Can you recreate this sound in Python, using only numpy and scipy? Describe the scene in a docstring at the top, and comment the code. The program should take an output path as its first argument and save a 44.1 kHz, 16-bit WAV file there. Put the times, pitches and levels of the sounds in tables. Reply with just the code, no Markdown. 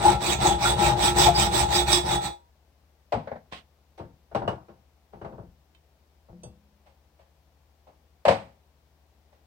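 """Small workshop, faint hum: a hacksaw makes thirteen quick strokes through a steel part in a bench vise.
Uneven tooth bites drive rasp and hiss, the ringing blade and frame, and the bench rumble; snags chirp.
Then the saw is laid down, the vise slackened and tightened, and a tool set down hard on the bench:
each knock is a dead blow, decaying modes and a noise clatter, split into bands."""
import sys
import numpy as np
from scipy import signal
from scipy.fft import rfft, irfft, next_fast_len
from scipy.io import wavfile
from scipy.ndimage import uniform_filter1d

SR = 44100
rng = np.random.default_rng(int(sys.argv[2]) if len(sys.argv) > 2 else 0)


def master_out(mix):
    """Clip the mix to full scale and print it as 16-bit PCM to the path in sys.argv[1]."""
    frames = np.transpose(np.atleast_2d(mix))
    ceiling = np.clip(frames, -1, 1)
    pcm = np.round(ceiling * 32767).astype(np.int16)
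    wavfile.write(sys.argv[1], SR, pcm)


N = 417186


def from_db(db):
    """Decibels to gain."""
    return np.exp(np.asarray(db) * (np.log(10) / 20))


def rms_one(x):
    """Scale to rms 1."""
    return x / np.sqrt(np.mean(x ** 2) + 1e-20)


def at_hz(points, hz):
    """Read a spectrum on a log-frequency axis."""
    known_hz, value = np.transpose(points)
    return np.interp(np.log(np.maximum(hz, 1)), np.log(known_hz), value)


def add(out, start_s, sound):
    """Mix a sound in at a time."""
    start = round(start_s * SR)
    out[:, start:start + sound.shape[-1]] += sound[..., :N - start]


def colour(x, points, size=4096):
    """Causal (minimum-phase) filter with the given spectrum."""
    gain = from_db(at_hz(points, np.fft.rfftfreq(size, 1 / SR)))
    cepstrum = irfft(np.log(gain))
    cepstrum[1:size // 2] *= 2
    cepstrum[size // 2 + 1:] = 0
    impulse = irfft(np.exp(rfft(cepstrum)))
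    return signal.oaconvolve(x, impulse[None], axes=-1)[:, :x.shape[-1]]


def band(x, low_hz, high_hz):
    """Butterworth band-pass."""
    edges_hz = [low_hz, min(high_hz, SR / 2 - 100)]
    return signal.sosfilt(signal.butter(2, edges_hz, "band", fs=SR, output="sos"), x)


# left-right correlation of diffuse sound: f/Hz, correlation
CHANNEL_CORRELATION = [(100, 0.98), (300, 0.92), (700, 0.57), (1300, .25), (3000, 0), (6000, 0.041)]


def stereo_noise(size):
    """White noise, alike in both channels in the bass and almost unrelated in the treble."""
    mid, side = rfft(rng.standard_normal((2, size)))
    alike = np.clip(at_hz(CHANNEL_CORRELATION, np.fft.rfftfreq(size, 1 / SR)), -1, 1)
    spectra = np.sqrt(1 + alike) * mid + np.sqrt(1 - alike) * side * [[1], [-1]]
    return rms_one(irfft(spectra, size))


def wander(t, per_s):
    """Random curve, spread about 1: normal draws per_s times a second, joined by straight lines."""
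    return np.interp(t * per_s, np.arange(4096), rng.standard_normal(4096))


def resonate(x, modes):
    """Parallel two-pole resonances of (f/Hz, width/Hz, level/dB)."""
    out = 0
    for hz, width_hz, db in modes:
        r = np.exp(-np.pi * width_hz / SR)
        poles = [1, -2 * r * np.cos(2 * np.pi * hz / SR), r * r]
        out = out + from_db(db) * (1 - r * r) / 2 * signal.lfilter([1, 0, -1], poles, x)
    return out


def pan(x, left_db):
    """Lean a sound to the left by a level difference."""
    return x * from_db([[left_db / 2], [-left_db / 2]])


def workshop(x, wet_db, t60_s):
    """Dense reflections from the cluttered walls: decaying noise after a 4 ms gap."""
    t = np.arange(SR // 2) / SR
    echoes = stereo_noise(len(t)) * from_db(-60 * t / t60_s) * (t > .004)
    echoes /= np.sqrt(np.sum(echoes ** 2) / 2)
    return x + from_db(wet_db) * signal.oaconvolve(x, echoes, axes=-1)[:, :x.shape[-1]]


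# hum tones, before panning: f/Hz, level/dB rms
HUM_TONES = [(73.8, -65), (61.5, -70.5), (154, -81), (214, -87.5)]
# room noise spectrum: f/Hz, level/dB per Hz (relative)
AIR_SPECTRUM = [(20, -12.5), (32, -9), (50, 5), (70, 5.5), (100, 3), (140, 0.5), (220, -3), (450, -3.5),
                (750, -2), (1300, -11.5), (2500, -14), (5500, -17), (7000, -21.5), (10500, -25),
                (14500, -20.5)]


def background(air_db=-67):
    """Slightly unsteady hum tones, two of them close and beating, over soft room noise."""
    t = np.arange(N) / SR
    hum = sum(np.sqrt(2) * from_db(db) * np.sin(2 * np.pi * hz * t + .15 * wander(t, 2.3))
              for hz, db in HUM_TONES)
    air = rms_one(colour(stereo_noise(next_fast_len(N, True)), AIR_SPECTRUM))[:, :N]
    return pan(hum + from_db(air_db) * air, left_db=4.5)


PIVOT_HZ = 563   # hardness tilts the spectrum about this pitch


def contact_db(hz, hardness):
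    """A hard contact favours the treble, a soft one the bass; hardness in dB per octave."""
    return hardness * np.log2(hz / PIVOT_HZ)


# clatter spectrum at hardness 0: f/Hz, level/dB (relative)
CLATTER_SPECTRUM = [(60, -3.5), (150, 0.5), (350, 2.5), (650, -2), (1000, 0), (1500, 5), (3500, -11.5),
                    (6000, -15.5), (9000, -25.5), (15000, -30)]


def knocks(table, modes, bands, scatter_t60_s, ring_db, room_db, build_s,
           blow_hz, blow_t60_s, blow_db, bass_lag_s, bass_linger=0.248):
    """A blow gives a dead knock and fast clatter, rings modes of chance strength and wakes the room."""
    out, t = np.zeros((2, N)), np.arange(SR * 2 // 5) / SR
    hz, mode_db, t60_s = np.transpose(modes)[:, :, None]
    decay = from_db(mode_db - 60 * t / t60_s)
    sine, cosine = decay * np.sin(2 * np.pi * hz * t), decay * np.cos(2 * np.pi * hz * t)
    for knock_s, knock_db, hardness in table:
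        # gentle touches load slowly, more rub than knock
        softness = np.clip((-40 - knock_db) / 5, 0, 5)
        build = 1 - np.exp(-t / (build_s * (1 + softness)))

        strength = from_db(contact_db(hz.T, hardness) + rng.normal(0, 2.6, len(modes)))
        # the higher the mode, the less its phases in the two channels are related
        phase = rng.uniform(0, 2 * np.pi, len(modes)) + rng.normal(0, 1, (2, len(modes))) * hz.T / 1500
        ring = (strength * np.cos(phase)) @ sine + (strength * np.sin(phase)) @ cosine
        ring = from_db(ring_db) * ring

        pitch_hz = blow_hz * np.exp(rng.normal(0, 0.039))   # no two blows land on the same spot
        blow = from_db(blow_db - 60 * t / blow_t60_s) * np.sin(2 * np.pi * pitch_hz * t)

        spectrum = [(f, db + contact_db(f, hardness)) for f, db in CLATTER_SPECTRUM]
        clatter = rms_one(colour(stereo_noise(len(t)), spectrum))

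        for low_hz, high_hz, room_t60_s, band_db in bands:
            centre_hz = np.sqrt(low_hz * high_hz)
            # below the pivot the heavy bench answers late and rings on
            octaves_below = max(np.log2(PIVOT_HZ / centre_hz), 0)
            clatter_t60_s = scatter_t60_s * (1 + 0.069 * softness + bass_linger * octaves_below)
            dying = from_db(-60 * t / clatter_t60_s) + from_db(room_db - 60 * t / room_t60_s)
            sound = band(build * (blow + ring + clatter * dying), low_hz, high_hz)
            gain = from_db(knock_db + band_db + contact_db(centre_hz, hardness))
            onset_std = np.std(sound[:, :SR // 40])   # level set on the first 25 ms
            add(out, knock_s + bass_lag_s * octaves_below, gain * sound / onset_std)
    return out


# clicks as the saw is let go and the vise is handled: t/s, level/dB, hardness/(dB/octave)
CLICKS = [(3.524, -38, -.3), (3.532, -41, 1), (5.748, -72, 5.5), (6.434, -77, 7)]
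# saw modes, for clicks and rocks: f/Hz, level/dB, t60/s
SAW_KNOCK_MODES = [(198, -17, 0.11), (656, -4, .1), (1066, 12, 0.12), (2640, -2, .1), (3100, -3, .14),
                   (3630, -7, 0.12), (4070, -3, 0.037)]
# thump, body, crack, ting: low f/Hz, high f/Hz, room t60/s, level/dB
SAW_CLICK_BANDS = [(70, 230, 0.31, -9.5), (337, 1250, 0.23, -0.5), (1339, 6600, 0.22, -3),
                   (5230, 15000, 0.23, -21)]


def saw_clicks():
    """Light contacts: near-instant loading and a very short clatter."""
    return knocks(CLICKS, SAW_KNOCK_MODES, SAW_CLICK_BANDS, scatter_t60_s=0.01, ring_db=-16.5,
                  room_db=-14.5, build_s=.0001, blow_hz=1077, blow_t60_s=0.019, blow_db=4.5, bass_lag_s=.001)


# drag noise spectrum: f/Hz, level/dB per Hz (relative)
SLIDE_SPECTRUM = [(200, -7), (1000, -2.5), (1800, -6), (3200, -1.5), (4200, -9), (6000, -21), (15000, -23)]


def slide(level_db=-43, attack_s=0.016, hold_s=0.059, sag_db_per_s=110, release_t60_s=.12):
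    """The saw frame drags over the wood in fine, uneven slips: starts, slows, stops."""
    t = np.arange(SR // 4) / SR
    sliding_s = np.clip(t - attack_s, 0, hold_s)
    stopped_s = np.maximum(t - attack_s - hold_s, 0)
    db = level_db - sag_db_per_s * sliding_s - 60 * stopped_s / release_t60_s
    slips = np.minimum(t / attack_s, 1) * from_db(db + 1.0 * wander(t, 610))
    return slips * rms_one(colour(stereo_noise(len(t)), SLIDE_SPECTRUM))


# frame rocking on the bench: t/s, level/dB, hardness/(dB/octave)
ROCKS = [(3.272, -38.5, 0), (3.313, -35, -2.5), (3.354, -44, -1)]
# thump, body, crack, ting: low f/Hz, high f/Hz, room t60/s, level/dB
FRAME_ROCK_BANDS = [(69.5, 240, .39, -14), (444, 860, 0.3, 0), (1110, 2300, 0.22, -5.5),
                    (2150, 4400, .22, -20.5)]


def frame_rocks():
    """The saw frame rocks on the bench as it settles, sounding the saw modes."""
    return knocks(ROCKS, SAW_KNOCK_MODES, FRAME_ROCK_BANDS, scatter_t60_s=0.12, ring_db=-15, room_db=-9.5,
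                  build_s=0.002, blow_hz=581, blow_t60_s=0.042, blow_db=5, bass_lag_s=0.00091)


# free handle drops against its stop: t/s, level/dB, hardness/(dB/octave)
DROPS = [(6.33, -55, -8), (6.434, -44.5, 1.5)]
# free handle: f/Hz, level/dB, t60/s
FREE_HANDLE_MODES = [(176.7, -2.5, 0.74), (208.1, -9.5, 1.9), (340, -3.5, 0.24), (495, -3.5, 0.3),
                     (610, -8, 0.23), (2680, -22, 0.32), (3420, -20, 0.24), (4640, -18, .2),
                     (6070, -9.5, 0.13), (8280, -11, .14), (9000, -12, 0.13)]
# held in the hand it only pings: t/s, level/dB, hardness/(dB/octave)
PINGS = [(4.478, -36, 0), (5.218, -63, 0)]
# held handle: f/Hz, level/dB, t60/s
HELD_HANDLE_MODES = [(1790, -4.5, .09), (2890, 1.5, 0.12)]


def handle_ring(table, modes):
    """Each touch sets the bending modes of the steel handle ringing."""
    out, t = np.zeros((2, N)), np.arange(SR) / SR
    for touch_s, touch_db, hardness in table:
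        for hz, mode_db, t60_s in modes:
            db = touch_db + mode_db + contact_db(hz, hardness)
            add(out, touch_s, from_db(db - 60 * t / t60_s) * np.sin(2 * np.pi * hz * t))
    return out


def with_rebounds(table, delay_s=0.04, loss_db=17, softer_db_per_octave=2.2):
    """The loose handle rebounds once after each knock, weaker and duller."""
    rebounds = [(s + delay_s, db - loss_db, hardness - softer_db_per_octave) for s, db, hardness in table]
    return list(table) + rebounds


# hands and sliding handle on the vise: t/s, level/dB before panning, hardness/(dB/octave)
VISE_CONTACTS = [(3.976, -48.5, 3), (3.996, -40, -1.5), (4.312, -49.5, -0.5), (4.347, -26, 1),
                 (4.418, -35, -1), (4.476, -26.5, .9), (4.682, -50.5, -0.2), (5.129, -47, -0.5),
                 (5.213, -42, -.5), (5.245, -39.5, -0.4), (5.32, -47.5, -2), (5.379, -45, -3),
                 (6.284, -57, -4), (6.435, -52, -3.5)]
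# vise: f/Hz, level/dB, t60/s
VISE_RING_MODES = [(123, -6.5, 0.23), (182, -19, 0.36), (340.3, 0, 0.16), (422, 4, 0.18), (525, -9, 0.37),
                   (574.5, -2, 0.18), (667, -2.5, 0.17), (743, -15, 0.1), (792, -3.5, 0.21),
                   (910, -5, 0.29), (1090, -6.5, 0.23), (1384, -8, .17), (2830, -8, 0.23),
                   (4000, -29, 0.092), (4500, -18, .1), (5900, -12, .16)]
# thump, body, crack, ting: low f/Hz, high f/Hz, room t60/s, level/dB
VISE_KNOCK_BANDS = [(51, 220, 0.38, -3), (308, 1015, .33, 0.5), (1300, 6470, .3, -12),
                    (5300, 20400, .28, -25)]


def vise_knocks():
    """Handling knocks and their rebounds ring the vise, leaning left."""
    vise = knocks(with_rebounds(VISE_CONTACTS), VISE_RING_MODES, VISE_KNOCK_BANDS,
                  scatter_t60_s=0.15, ring_db=-8.5, room_db=-6.5, build_s=0.0014,
                  blow_hz=810, blow_t60_s=0.0077, blow_db=3, bass_lag_s=0.00299)
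    return pan(vise, left_db=1.0)


# things set down on the wooden bench: t/s, level/dB, hardness/(dB/octave)
SET_DOWNS = [(3.121, -26, .6), (3.131, -28.5, -1), (6.859, -61, 3.5), (7.189, -61, 2.5), (7.867, -55, 0.5),
             (8.251, -21, 1.3), (8.28, -15.5, 1.67), (8.308, -25.5, 1.5), (9.319, -64, 2.5)]
# bench: f/Hz, level/dB, t60/s
BENCH_RING_MODES = [(107.36, -3.5, .5), (203.4, -4.5, 0.29), (470, -6, 0.088), (498, -6.5, 0.27),
                    (544, -2, 0.33), (549, 3.5, .2), (591, -15, 0.18), (657, -6.5, 0.23), (822, 4, .2),
                    (950, -28, .19), (1060, 2, 0.19), (1470, -34, 0.13), (1900, -13.5, 0.27),
                    (2440, -16.5, 0.15), (3850, -12.5, .13)]
# thump, body, crack, ting: low f/Hz, high f/Hz, room t60/s, level/dB
BENCH_KNOCK_BANDS = [(65, 215, .42, -8.5), (470, 980, 0.34, -0.5), (1240, 6200, 0.34, -10.5),
                     (5450, 13700, 0.34, -26.5)]


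def bench_knocks():
    """Things set down excite the modes of the wooden bench."""
    return knocks(SET_DOWNS, BENCH_RING_MODES, BENCH_KNOCK_BANDS, scatter_t60_s=0.13, ring_db=-17.5,
                  room_db=-5, build_s=0.0018, blow_hz=598, blow_t60_s=0.034, blow_db=4.5, bass_lag_s=.006)


# blade snags, frame judders or blade chirps: t/s of swell end, f/Hz, level/dB (relative)
SNAG_TONES = [(.060, 843, -9), (.087, 836, -6.5), (.116, 852, -19.5), (.462, 830, -12), (.512, 803, -15),
              (.66, 1400, -13), (1.085, 3340, -22), (1.245, 3580, -20), (1.272, 867, -9.5),
              (1.289, 691.6, -10.5), (1.365, 4880, -19), (1.757, 4820, -18.5), (1.79, 3780, -17.5)]


def snags(swell_s=.015, swell_power=.3, ring_t60_s=0.11, level_db=-3.5):
    """A snag swells into a brief unsteady tone, which then rings out."""
    out, t = np.zeros((2, N)), np.arange(SR // 4) / SR
    for peak_s, hz, db in SNAG_TONES:
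        length_s = swell_s * (hz / 1000) ** swell_power   # higher chirps take longer to build
        rise = np.sin(np.pi / 2 * t / length_s) ** 2
        fall = from_db(-60 * (t - length_s) / ring_t60_s)
        swell = np.where(t < length_s, rise, fall)
        phase = 2 * np.pi * np.cumsum(hz * (1 + .04 * wander(t, 700))) / SR
        add(out, peak_s - length_s, from_db(db + level_db) * swell * np.sin(phase))
    return out


# strokes, push and pull in turn: start t/s, tooth bite level/dB, frame shake level/dB (both relative)
SAW_STROKES = [(-.025, -34.5, -21.5), (.18, -31.5, -27.5), (.376, -33, -22), (.568, -30.5, -25),
               (.756, -32, -19.5), (.952, -29.5, -23), (1.136, -25, -19), (1.317, -30, -24.5),
               (1.495, -30, -25.5), (1.672, -29, -26), (1.849, -28.5, -30.5), (2.027, -35, -28.5),
               (2.197, -38.5, -37)]
LAST_STROKE_END_S = 2.3105
PUSH_LATE, PULL_LATE = -0.037, .06   # share of a stroke: fastest moment after its middle


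def stroke_motion(t, creep=.06):
    """Stroke index, blade speed 0-1 (a mere creep at each turn) and blade position 0-1."""
    turns_s = [row[0] for row in SAW_STROKES] + [LAST_STROKE_END_S]
    progress = np.interp(t, turns_s, np.arange(len(turns_s)))
    stroke = np.minimum(progress.astype(int), len(SAW_STROKES) - 1)
    late = np.where(stroke % 2, PULL_LATE, PUSH_LATE)
    progress = progress - late * np.abs(np.sin(np.pi * progress))
    speed = np.hypot(np.sin(np.pi * progress), creep * (t < LAST_STROKE_END_S))
    return stroke, speed, (1 - np.cos(np.pi * progress)) / 2


def tooth_bites(t, speed, teeth_per_s, jitter, bite_db, chip_db):
    """Each tooth tears a chip: a sharp bite of chance strength that fades by bite_db until the next."""
    passed = np.cumsum(teeth_per_s * speed * np.exp(jitter * wander(t, 300))) / SR
    strength_db = chip_db * rng.standard_normal(8192)[passed.astype(int)]
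    bites = from_db(strength_db - bite_db * (passed % 1))
    return bites / np.sqrt(np.average(bites ** 2, weights=speed))


def blade_echo(x, position, near_s, travel_s, share):
    """Bending waves return from the blade's end; the path changes as it slides, so a comb sweeps."""
    now = np.arange(x.shape[-1])
    back = now - (near_s + travel_s * position) * SR
    echo = np.array([np.interp(back, now, side) for side in x])
    return (x + share * echo) / np.hypot(1, share)


# bench under the cut: f/Hz, level/dB per Hz (relative)
RUMBLE_SPECTRUM = [(25, -25.5), (38, -17.5), (52, -1), (66, 4), (92, -9.5), (113, 3), (135, -1),
                   (200, -1.5), (250, -21.5), (450, -12.5), (900, -47)]
# saw frame and clamped steel: f/Hz, width/Hz, level/dB
FRAME_MODES = [(355.6, 13, 3.5), (557, 6.2, -11), (616, 24, -10), (676, 25, -8), (770, 17, -12.5),
               (827.4, 12, 5.5), (858, 18, -2.5), (910, 30, -13.5), (953, 2.8, -8), (1196, 50, -15),
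               (1330, 11, -7.5)]
# cut: f/Hz, level/dB per Hz (relative)
RASP_SPECTRUM = [(200, -23.5), (450, -4.5), (1100, 8), (1650, -6.5), (2300, 4), (3000, -1), (3800, 3),
                 (4500, -10), (5500, -11.5), (8000, -38)]
# tensioned blade: f/Hz, width/Hz, level/dB
BLADE_MODES = [(1865, 62, -4), (2390, 130, -12.5), (3440, 13, 3), (3660, 30, -4), (3787, 46, 2.5),
               (4070, 20, -6), (4540, 33, -11.5)]
# chips: f/Hz, level/dB per Hz (relative)
HISS_SPECTRUM = [(2500, -29), (4500, -0.5), (5500, -3.5), (7000, -1.5), (8300, -3), (9300, -2), (12000, -1),
                 (15000, 4)]
# tensioned blade, top modes: f/Hz, width/Hz, level/dB
BLADE_TOP_MODES = [(5790, 20, -2.5), (6020, 90, -9), (6730, 40, -8.5), (7770, 80, -2), (7590, 45, -2.5),
                   (7980, 110, -1), (8500, 58, -8), (8900, 49, -6.5)]


def sawing(sway_db=2.0, patchy_db=6.0):
    """Tooth bites drive the cut, the blade, the frame and the bench; the treble needs the most speed."""
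    t = np.arange(SR * 5 // 2) / SR
    stroke, speed, position = stroke_motion(t)
    bites = tooth_bites(t, speed, teeth_per_s=850, jitter=0.23, bite_db=4.5, chip_db=2.0)
    grip = from_db(1.1 * wander(t, 70))   # the hand's pressure is never even
    levels = from_db(np.array(SAW_STROKES)[stroke, 1:].T)
    bite, shake = uniform_filter1d(levels, SR // 50, axis=1)   # 20 ms smoothing
    hiss = bite ** 1.204   # a deeper bite is also brighter

    def ringing(force, modes):
        """Each mode's drive sways at random."""
        return sum(resonate(force * from_db(sway_db * np.tanh(wander(t, 16))), [mode]) for mode in modes)

    def scraping(force, spectrum):
        """Broad scrape whose colour shifts at random."""
        edges_hz = np.geomspace(1000, 10000, 10)
        patches = sum(band(force, low, high) * (from_db(patchy_db * wander(t, 30)) - 1)
                      for low, high in zip(edges_hz, edges_hz[1:]))
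        scrape = colour(force + patches, spectrum)
        return blade_echo(scrape, position, near_s=.00045, travel_s=0.00054, share=0.19)

    def driven(body, shape, level, speed_power):
        """One body's answer to the bites, at the stroke's level."""
        force = stereo_noise(len(t)) * bites * grip * level * speed ** speed_power
        return rms_one(body(force, shape)) * np.std(force)

    bench = from_db(-11.5) * driven(colour, RUMBLE_SPECTRUM, shake ** 0.73, speed_power=0.17)
    # the hands damp the frame more when it is driven hard
    frame = from_db(-8.0) * driven(ringing, FRAME_MODES, shake ** 0.7, speed_power=0.77)
    cut = from_db(-0.8) * driven(scraping, RASP_SPECTRUM, bite, speed_power=1.5)
    blade = from_db(-1.5) * driven(ringing, BLADE_MODES, bite, speed_power=1.4)
    chips = from_db(12.0) * driven(scraping, HISS_SPECTRUM, hiss, speed_power=1.9)
    zing = from_db(0.53) * driven(ringing, BLADE_TOP_MODES, hiss, speed_power=2.2)
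    saw = frame + cut + pan(blade, left_db=-3.5) + chips + pan(zing, left_db=-7)
    return workshop(bench, wet_db=-8.5, t60_s=0.15) + workshop(saw, wet_db=-6.5, t60_s=0.22)


# left and right channel colour, uneven treble, deep notch near 10 kHz: f/Hz, level/dB
LEFT_COLOUR = [(400, 0), (720, 7.5), (1300, -2.5), (2400, -2), (6200, 0), (7200, -11.5), (8600, -5.5),
               (9400, -14), (10400, -22.5), (11700, -13), (15000, -0.5)]
RIGHT_COLOUR = [(400, -3), (720, 0), (1300, -0.5), (2400, 3.5), (6200, 4), (7200, 0.5), (8100, 7),
                (9100, 2.5), (9600, -5.5), (10100, -37.5), (11000, -35), (11600, -13), (15000, -14.5)]


def colour_channels(sound, left_lag_s=.0001):
    """Each channel gets its own uneven treble with a notch near 10 kHz; the left is a little later."""
    left = np.interp(np.arange(N) - left_lag_s * SR, np.arange(N), sound[0])
    return np.vstack([colour(left[None], LEFT_COLOUR), colour(sound[1:], RIGHT_COLOUR)])


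def scene():
    """Sawing and handling get the channel colour; the background is added after it."""
    sound = saw_clicks() + frame_rocks()
    add(sound, 3.513, slide())
    sound += handle_ring(DROPS, FREE_HANDLE_MODES) + handle_ring(PINGS, HELD_HANDLE_MODES)
    sound += vise_knocks() + bench_knocks() + snags()
    add(sound, 0, sawing())
    return colour_channels(sound) + background()


def record(dry):
    """Steep elliptic low-pass at 15.8 kHz."""
    return signal.sosfilt(signal.ellip(10, .1, 80, 15800, fs=SR, output="sos"), dry)


dry = scene()
out = record(dry)
master_out(out)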